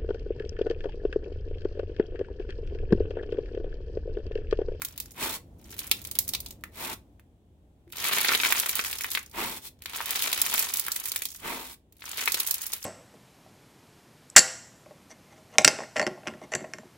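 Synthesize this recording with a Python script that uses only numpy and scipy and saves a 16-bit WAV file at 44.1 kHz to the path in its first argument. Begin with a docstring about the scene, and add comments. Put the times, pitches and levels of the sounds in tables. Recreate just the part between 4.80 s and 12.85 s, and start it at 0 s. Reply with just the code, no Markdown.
"""Crunchy pops over a dense crackle: hands knead a lump of bead slime on a table in a small quiet room.
Each squeeze bursts trapped air: single pops snap and ring a damped cavity, tiny bubbles are random clicks.
Between squeezes the fingers peel off with a soft tearing hiss, made of much denser clicks.
Palms land with faint decaying tones; low filtered noise is the room rumble, with a faint even hiss on top."""
import sys
import numpy as np
from scipy import signal
from scipy.fft import rfft, irfft, next_fast_len
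from scipy.io import wavfile

SR = 44100
rng = np.random.default_rng(int(sys.argv[2]) if len(sys.argv) > 2 else 0)


def output_pcm(signal):
    """Save a mono or channel-first signal as 16-bit PCM at the path in sys.argv[1].

    Samples are clipped to [-1, 1] before scaling.
    """
    pcm = np.clip(np.atleast_2d(signal).T, -1, 1) * 32767
    wavfile.write(sys.argv[1], SR, np.round(pcm).astype(np.int16))


N = 355005
TIME = np.arange(N) / SR

SWELL_POWER = 1.93   # gain grows with this power of the time since the movement began
# the lump runs out of air, large bubbles first; the crackle dies as the grip opens
LARGE_DRAIN_DB_PER_S, FINE_DRAIN_DB_PER_S, RELAX_DB_PER_S = 23, 11, 134.5
# fewer and fewer threads hold on, then the last part at once
TEAR_FADE_DB_PER_S, HISS_FADE_DB_PER_S, BREAK_DB_PER_S = 102.5, 39, 900
HISS_LAG_S = 0.0072   # the finest threads stretch longer before they part
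CLUMP_DB, CLUMPS_PER_S = 2, 38
# lesser pops: typical pitch and scatter; level against the crackle and scatter
LESSER_HZ, LESSER_OCTAVES = 3400, 0.45
LESSER_RING_DB, LESSER_SNAP_DB, LESSER_SPREAD_DB = 1.5, 7.5, 3
CUTOFF_HZ = 16100


def pops(pockets, ring_db, snap_db, q, snap_hz, scatter_db_per_octave):
    """The film snaps with a bright tick while the opened pocket rings for a few cycles."""
    # what table and hands do to a pop: (frequency [Hz], gain [dB])
    pop_colour = [(100, 2.5), (230, 9.5), (450, 5), (580, -1), (780, -1), (950, 4.5), (2500, 0),
                  (2900, -4.5), (3800, 0), (6000, -3), (8500, -3.5), (12500, -0.5), (16000, -0.5)]
    out = np.zeros((2, N + SR))
    bright = signal.butter(2, snap_hz, "high", fs=SR)
    for start_s, hz, cavity_db, film_db in pockets:
        # low pockets give one clean knock; high ones scatter into a short spit
        scatter_db = scatter_db_per_octave * np.log2(hz / 2500)
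        knock = burst(scatter_db + 3.0, t60_s=0.042, pan_db=2.0)
        jolt = cavity(knock, 1100, 1.0)   # the mass around the pocket gives way
        ring = cavity(knock, hz, q) + 0.08 * knock
        ring = cavity(ring, hz, q) + 0.2 * jolt
        tick = burst(scatter_db + 4.5, t60_s=0.033, pan_db=2.5)
        snap = signal.lfilter(*bright, tick)
        pop = from_db(cavity_db + ring_db) * rms_one(ring)
        pop = pop + from_db(film_db + snap_db) * rms_one(snap)
        at = round(start_s * SR)
        out[:, at:at + pop.shape[1]] += pop
    return coloured(out[:, :N], pop_colour)


def lesser_pops(large_db, small_db, count):
    """More pockets, one at random in each equal slot, follow the squeeze level; rows as for pops()."""
    at = ((np.arange(count) + rng.random(count)) * N / count).astype(int)
    pitch, ring, snap = rng.standard_normal((count, 3)).T
    hz = LESSER_HZ * 2 ** (LESSER_OCTAVES * pitch)
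    ring_db = large_db[at] + LESSER_RING_DB + LESSER_SPREAD_DB * ring
    snap_db = small_db[at] + LESSER_SNAP_DB + LESSER_SPREAD_DB * snap
    return list(zip(at / SR, hz, ring_db, snap_db))


def bubbling():
    """Hand force over time: level in dB of the larger and of the finest bubbles through all squeezes."""
    # the hands close on the lump: (start [s], tightening [s], full grip [s], whole length [s],
    # larger bubbles, relative level [dB], finest bubbles, relative level [dB])
    squeezes = [(-0.1, .1, .1, 0.43, -57, -52), (0.75, 0.16, 0.24, 0.96, -50, -46),
                (3.081, 0.16, 0.33, 1.28, -28.5, -29.5), (4.951, 0.34, 0.37, 1.6, -32.5, -32.5),
                (7.117, 0.28, .04, .92, -36, -34)]
    large, fine = np.full((2, N), 1e-5)   # floor keeps the logarithm finite
    for start_s, rise_s, hold_s, length_s, large_db, fine_db in squeezes:
        movement = start_s, rise_s, hold_s, length_s
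        large += from_db(large_db) * gesture(*movement, LARGE_DRAIN_DB_PER_S, RELAX_DB_PER_S)
        fine += from_db(fine_db) * gesture(*movement, FINE_DRAIN_DB_PER_S, RELAX_DB_PER_S)
    return 20 * np.log10(large), 20 * np.log10(fine)


def squeeze(large_db, small_db, big_db, medium_db, fine_db):
    """A harder squeeze bursts more bubbles a second and opens bigger, lower ones."""
    # crackle colours: (frequency [Hz], relative level [dB])
    coarse_colour = [(120, -25), (220, -6.5), (450, -8.5), (580, -11.5), (780, -7), (950, -3.5), (2500, -4),
                     (4000, -6.5), (6000, -17), (10000, -11)]
    fine_colour = [(1500, -30.5), (3500, -7), (6000, -2), (8500, -4.5), (12500, 0), (16000, -1.5)]
    force = from_db(0.23 * (large_db + 30.5))
    fine_force = from_db(0.75 * (small_db + 33.0))
    big = crackle(200 * force, 8.0, coarse_colour, low_hz=1280, high_hz=2420, q=0.6, scatter_db=0.5)
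    medium = crackle(380 * force, 4.4, coarse_colour, low_hz=2610, high_hz=5000, q=1.4, scatter_db=3.5)
    small = crackle(700 * fine_force, 7.8, fine_colour, low_hz=5000, high_hz=15000, q=2.8, scatter_db=15.5)
    coarse = force * from_db(big_db) * big + from_db(medium_db) * medium
    bubbles = from_db(large_db) * coarse + from_db(small_db + fine_db) * small
    return from_db(clumping()) * bubbles


def clumping(count=1000):
    """Quick random level swings in dB, standing for bubbles that set off their neighbours."""
    return CLUMP_DB * np.interp(TIME * CLUMPS_PER_S, np.arange(count), rng.standard_normal(count))


def crackle(per_s, spread_db, spectrum, low_hz, high_hz, q, scatter_db, count=10):
    """Tiny bubbles of uneven size burst at random, each at one of several pitches; rms 1."""
    sizes = from_db(spread_db * np.minimum(rng.exponential(1, N), 3.0)) * rng.choice([-1, 1], N)
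    clicks = sizes * (rng.random(N) < per_s / SR) / np.sqrt(per_s)   # power independent of rate
    pitch_index, out = rng.integers(0, count, N), 0
    for k, hz in enumerate(np.geomspace(low_hz, high_hz, count)):
        tick = burst(scatter_db, t60_s=0.034, pan_db=1.5)
        grain = rms_one(cavity(tick, hz, q) + 0.71 * tick)
        chosen = (clicks * (pitch_index == k))[None]
        out = out + signal.oaconvolve(chosen, grain, axes=1)[:, :N]
    return rms_one(coloured(out, spectrum))


def peel(tear_db, hiss_db, palm_db, palm_lag_s):
    """Thousands of sticky threads let go of the skin, sounding in the hollow of the hand."""
    # fingers peeling off: (start [s], pulling up [s], full pull [s], whole length [s],
    # hollow tearing, relative level [dB], sticky hiss, relative level [dB])
    peels = [(0.338, 0.084, 0.028, 0.23, -32, -37.5), (1.902, 0.12, 0.11, 0.23, -38, -40.5),
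             (4.513, 0.072, 0.039, 0.27, -30.5, -39), (4.792, 0.057, .03, 0.085, -53.5, -45),
             (6.588, 0.074, 0.067, .35, -33.5, -43)]
    # colours of tearing, hiss and palm: (frequency [Hz], relative level [dB])
    tearing_colour = [(200, -5), (330, -2), (460, -5.5), (590, -3), (790, -3), (930, 5), (1400, -3.5),
                      (2300, -0.5), (4000, -9), (8000, -54)]
    sticky_colour = [(1200, -13), (3500, 3.5), (5500, -2), (8000, -0.5), (12000, 1.5), (16000, 3)]
    palm_colour = [(100, -21), (200, 3), (300, 5), (450, 0), (800, -15.5)]
    hollow, sticky = np.zeros((2, N))
    for start_s, rise_s, hold_s, length_s, hollow_db, sticky_db in peels:
        tear = gesture(start_s, rise_s, hold_s, length_s, TEAR_FADE_DB_PER_S, BREAK_DB_PER_S)
        stick = gesture(start_s, rise_s + HISS_LAG_S, hold_s, length_s, HISS_FADE_DB_PER_S, BREAK_DB_PER_S)
        hollow += from_db(hollow_db + tear_db) * tear
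        sticky += from_db(sticky_db + hiss_db) * stick
    tearing = crackle(1800, 2.6, tearing_colour, low_hz=505, high_hz=5350, q=0.6, scatter_db=1.5)
    hiss = crackle(5400, 12.0, sticky_colour, low_hz=4500, high_hz=15000, q=0.6, scatter_db=26.0)
    # the broad palm pulls free just after the fingers, as low noise
    palm = from_db(palm_db) * np.interp(TIME - palm_lag_s, TIME, hollow)
    palm_noise = rms_one(coloured(diffuse(N), palm_colour))
    return hollow * tearing + sticky * hiss + palm * palm_noise


def gesture(start_s, rise_s, hold_s, length_s, fade_db_per_s, stop_db_per_s):
    """Gain of one hand movement: it swells, holds, fades slowly and stops."""
    age = TIME - start_s
    swell = np.clip(age / rise_s, 0, 1) ** SWELL_POWER
    fade_db = fade_db_per_s * np.maximum(age - rise_s - hold_s, 0)
    stop_db = stop_db_per_s * np.maximum(age - length_s, 0)
    return swell * from_db(-fade_db - stop_db)


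def touches(thud_hz, t60_s):
    """Soft flesh meets the soft mass with a dull thud, a decaying sine."""
    # palms landing on the lump: (time [s], level [dB])
    landings = [(3.072, -48), (5.045, -67)]
    out = np.zeros(N)
    for start_s, level_db in landings:
        age = np.maximum(TIME - start_s, 0)
        out += from_db(level_db - 60 * age / t60_s) * np.sin(2 * np.pi * thud_hz * age)
    return out


def room(x, wet_db, t60_s, treble_t60_s, size=24000):
    """A short diffuse tail whose treble dies sooner."""
    t, noise = np.arange(size) / SR, diffuse(size)
    low = signal.lfilter(*signal.butter(1, 6000, fs=SR), noise)
    tail = low * from_db(-60 * t / t60_s) + (noise - low) * from_db(-60 * t / treble_t60_s)
    tail = rms_one(tail * np.clip(t / 0.0057, 0, 1)) / np.sqrt(size)   # 5.7 ms onset
    send = x.mean(0)[None] * np.sqrt(2)
    return x + from_db(wet_db) * signal.fftconvolve(send, tail, axes=1)[:, :N]


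def background(air_db):
    """Low rumble of the room and a faint even hiss, both filtered diffuse noise."""
    # room rumble: (time [s], level [dB])
    rumble_level = [(0, -54.5), (.6, -52), (1.5, -49), (2.3, -55.5), (2.6, -60.5), (3.5, -56), (5.3, -59),
                    (8.05, -62.5)]
    # colours of rumble and hiss: (frequency [Hz], relative level [dB])
    rumble_colour = [(20, -24), (35, -14), (55, -2.5), (85, -1.5), (130, -10), (300, -13.5), (500, -21.5),
                     (800, -26), (1300, -39), (3000, -48.5)]
    air_colour = [(300, 4.5), (1500, -1.5), (3500, 4), (5000, -10.5), (8000, -3), (16000, -18)]
    rumble_db = np.interp(TIME, *np.transpose(rumble_level))
    rumble = from_db(rumble_db) * rms_one(coloured(diffuse(N), rumble_colour))
    return rumble + from_db(air_db) * rms_one(coloured(diffuse(N), air_colour))


def burst(scatter_db, t60_s, pan_db, size=1024):
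    """One click, reaching the left side first, and its quick scatter off hands and table; unit energy."""
    scatter = diffuse(size) * from_db(-60 * np.arange(size) / SR / t60_s)
    out = from_db(scatter_db) * rms_one(scatter) / np.sqrt(size)
    out[[0, 1], [0, rng.integers(1, 4)]] += 1   # right side 1 to 3 samples late
    out *= from_db(rng.normal(0, pan_db) * np.array([[0.5], [-0.5]]))
    return rms_one(out) / np.sqrt(size)


def cavity(x, hz, q):
    """A heavily damped air pocket: a resonance, held to a quarter of the sample rate at most."""
    return signal.lfilter(*signal.iirpeak(min(hz, SR / 4), q, fs=SR), x)


def diffuse(count):
    """Stereo noise, alike in the bass and unrelated in the treble."""
    # left-right likeness of diffuse sound: (frequency [Hz], correlation [-1 to 1])
    likeness = [(100, 0.97), (300, 0.93), (600, 0.8), (1200, 0), (2500, 0), (16000, 0)]
    size = next_fast_len(count)
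    mid, side = rfft(rng.standard_normal((2, size)))
    alike = at_hz(likeness, np.arange(len(mid)) * SR / size)
    pair = np.sqrt(1 + alike) * mid + np.sqrt(1 - alike) * side * [[1], [-1]]
    return irfft(pair, size)[:, :count]


def coloured(x, spectrum):
    """Causal (minimum-phase) filter with the given spectrum, by folding the cepstrum."""
    size = 4096
    gain = from_db(at_hz(spectrum, np.arange(size // 2 + 1) * SR / size))
    cepstrum = irfft(np.log(gain))
    cepstrum[1:size // 2] *= 2
    cepstrum[size // 2 + 1:] = 0
    response = irfft(np.exp(rfft(cepstrum)))
    return signal.fftconvolve(x, response[None], axes=1)[:, :x.shape[1]]


def at_hz(points, hz):
    """Read a spectrum on a log-frequency axis."""
    f, value = np.transpose(points)
    return np.interp(np.log(hz + 1), np.log(f), value)


def from_db(db):
    """Decibels to gain."""
    return 10 ** (np.asarray(db) / 20)


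def rms_one(x):
    """Scale to unit rms."""
    return x / np.sqrt(np.mean(x ** 2) + 1e-20)


def scene():
    """Slime on the table, heard in the room."""
    # single air pockets bursting, from faint stray pops to loud ones: (time [s], cavity pitch [Hz],
    # cavity ring, relative level [dB], film snap, relative level [dB])
    single_pops = [(0.0194, 1850, -32, -24), (0.049, 3540, -34, -22), (0.1775, 3650, -36.5, -29.5),
                   (0.201, 3800, -35, -24.5), (0.991, 3850, -30, -24), (1.1135, 3330, -14.5, -12.5),
                   (1.25, 3400, -37, -30), (1.272, 4760, -52, -32), (1.3127, 4270, -38, -25),
                   (1.353, 4220, -34.5, -30), (1.3882, 3860, -27.5, -11), (1.479, 4990, -50, -25),
                   (1.4899, 4050, -36, -21.5), (1.536, 3900, -24.5, -25), (1.549, 3900, -22.5, -25),
                   (1.603, 4510, -42, -28), (1.6614, 4500, -33, -35.5), (1.707, 4460, -42, -37),
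                   (1.838, 1840, -34.5, -33.5), (2.3962, 1930, -56.5, -54), (3.0777, 2110, -64, -67.5),
                   (3.123, 3600, -42, -36), (3.384, 2500, -22, -21), (3.4465, 2720, -21, -32),
                   (3.484, 3970, -16, -33), (3.491, 1930, -18.5, -45), (3.5193, 1430, -24.5, -37),
                   (3.5348, 2740, -19.5, -39), (3.5494, 3050, -15.5, -42), (3.6002, 2770, -19.5, -35),
                   (3.6344, 2300, -19.5, -26), (3.6497, 2320, -19, -25), (3.7234, 2200, -17, -13.5),
                   (3.799, 3300, -28, -14.5), (3.893, 2880, -27, -16.5), (3.9538, 4200, -38, -18.5),
                   (3.993, 2260, -20, -44), (4.048, 2180, -29.5, -38), (4.129, 3100, -27, -27),
                   (4.209, 2620, -31, -26), (4.2445, 2110, -25.5, -27), (4.3157, 3700, -31.5, -22),
                   (4.35, 2870, -19.5, -24), (4.3738, 2080, -23, -45), (5.021, 2860, -43, -38),
                   (5.058, 2960, -29.5, -31.5), (5.205, 1230, -29.5, -39), (5.3574, 3030, -29, -23),
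                   (5.4222, 3200, -24, -19.5), (5.529, 3380, -20, -18), (5.616, 3740, -26, -10.5),
                   (5.7401, 1640, -30, -16.5), (5.779, 2740, -24, -19.5), (5.7922, 4170, -36, -14.5),
                   (5.825, 3510, -32, -19.5), (5.9384, 4200, -56, -17.5), (5.9704, 4530, -54, -20),
                   (5.996, 6070, -48, -16.5), (6.0832, 1630, -29.5, -25.5), (6.1181, 5500, -26, -19),
                   (6.162, 2440, -32.5, -20), (6.2565, 3200, -31, -22.5), (6.3178, 4220, -27.5, -21.5),
                   (6.3603, 2740, -27.5, -19), (6.42, 2800, -30.5, -23.5), (6.454, 4100, -27.5, -22),
                   (7.124, 3260, -60.5, -49), (7.221, 2650, -38, -58), (7.241, 1340, -44, -41),
                   (7.373, 4100, -33, -27), (7.3924, 2600, -28.5, -45), (7.476, 2120, -17, -48),
                   (7.5203, 4990, -27, -17.5), (7.5433, 4250, -20, -18), (7.6014, 4100, -23.5, -16),
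                   (7.6725, 3900, -42, -19.5), (7.7096, 5140, -23.5, -15), (7.742, 5600, -37, -19),
                   (7.817, 4700, -53, -25), (7.8656, 4510, -52, -24), (7.9336, 3900, -29.5, -19)]
    large_db, small_db = bubbling()
    pockets = list(single_pops) + lesser_pops(large_db, small_db, count=150)
    slime = pops(pockets, ring_db=-7.5, snap_db=-6.0, q=1.02, snap_hz=6500, scatter_db_per_octave=8.5)
    slime = slime + squeeze(large_db, small_db, big_db=-8.0, medium_db=-2.5, fine_db=-2.0)
    slime = slime + touches(thud_hz=341, t60_s=0.13)
    slime = slime + peel(tear_db=-2.5, hiss_db=6.0, palm_db=-5.5, palm_lag_s=0.0044)
    return room(slime, wet_db=-11.5, t60_s=0.2, treble_t60_s=0.16) + background(air_db=-81.5)


def record(dry):
    """The two microphones differ a little in colour; the top is cut steeply."""
    # left microphone relative to the right: (frequency [Hz], gain [dB])
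    balance = [(250, 0.5), (600, 1), (1200, -0.5), (2500, 1), (5000, -0.7), (8500, -1), (13000, -2)]
    pair = np.vstack([coloured(dry[:1], balance), dry[1:]])
    # order 10, 0.2 dB ripple, 80 dB stopband
    low_pass = signal.ellip(10, 0.2, 80, CUTOFF_HZ, fs=SR, output="sos")
    return signal.sosfilt(low_pass, pair)


dry = scene()
out = record(dry)
output_pcm(out)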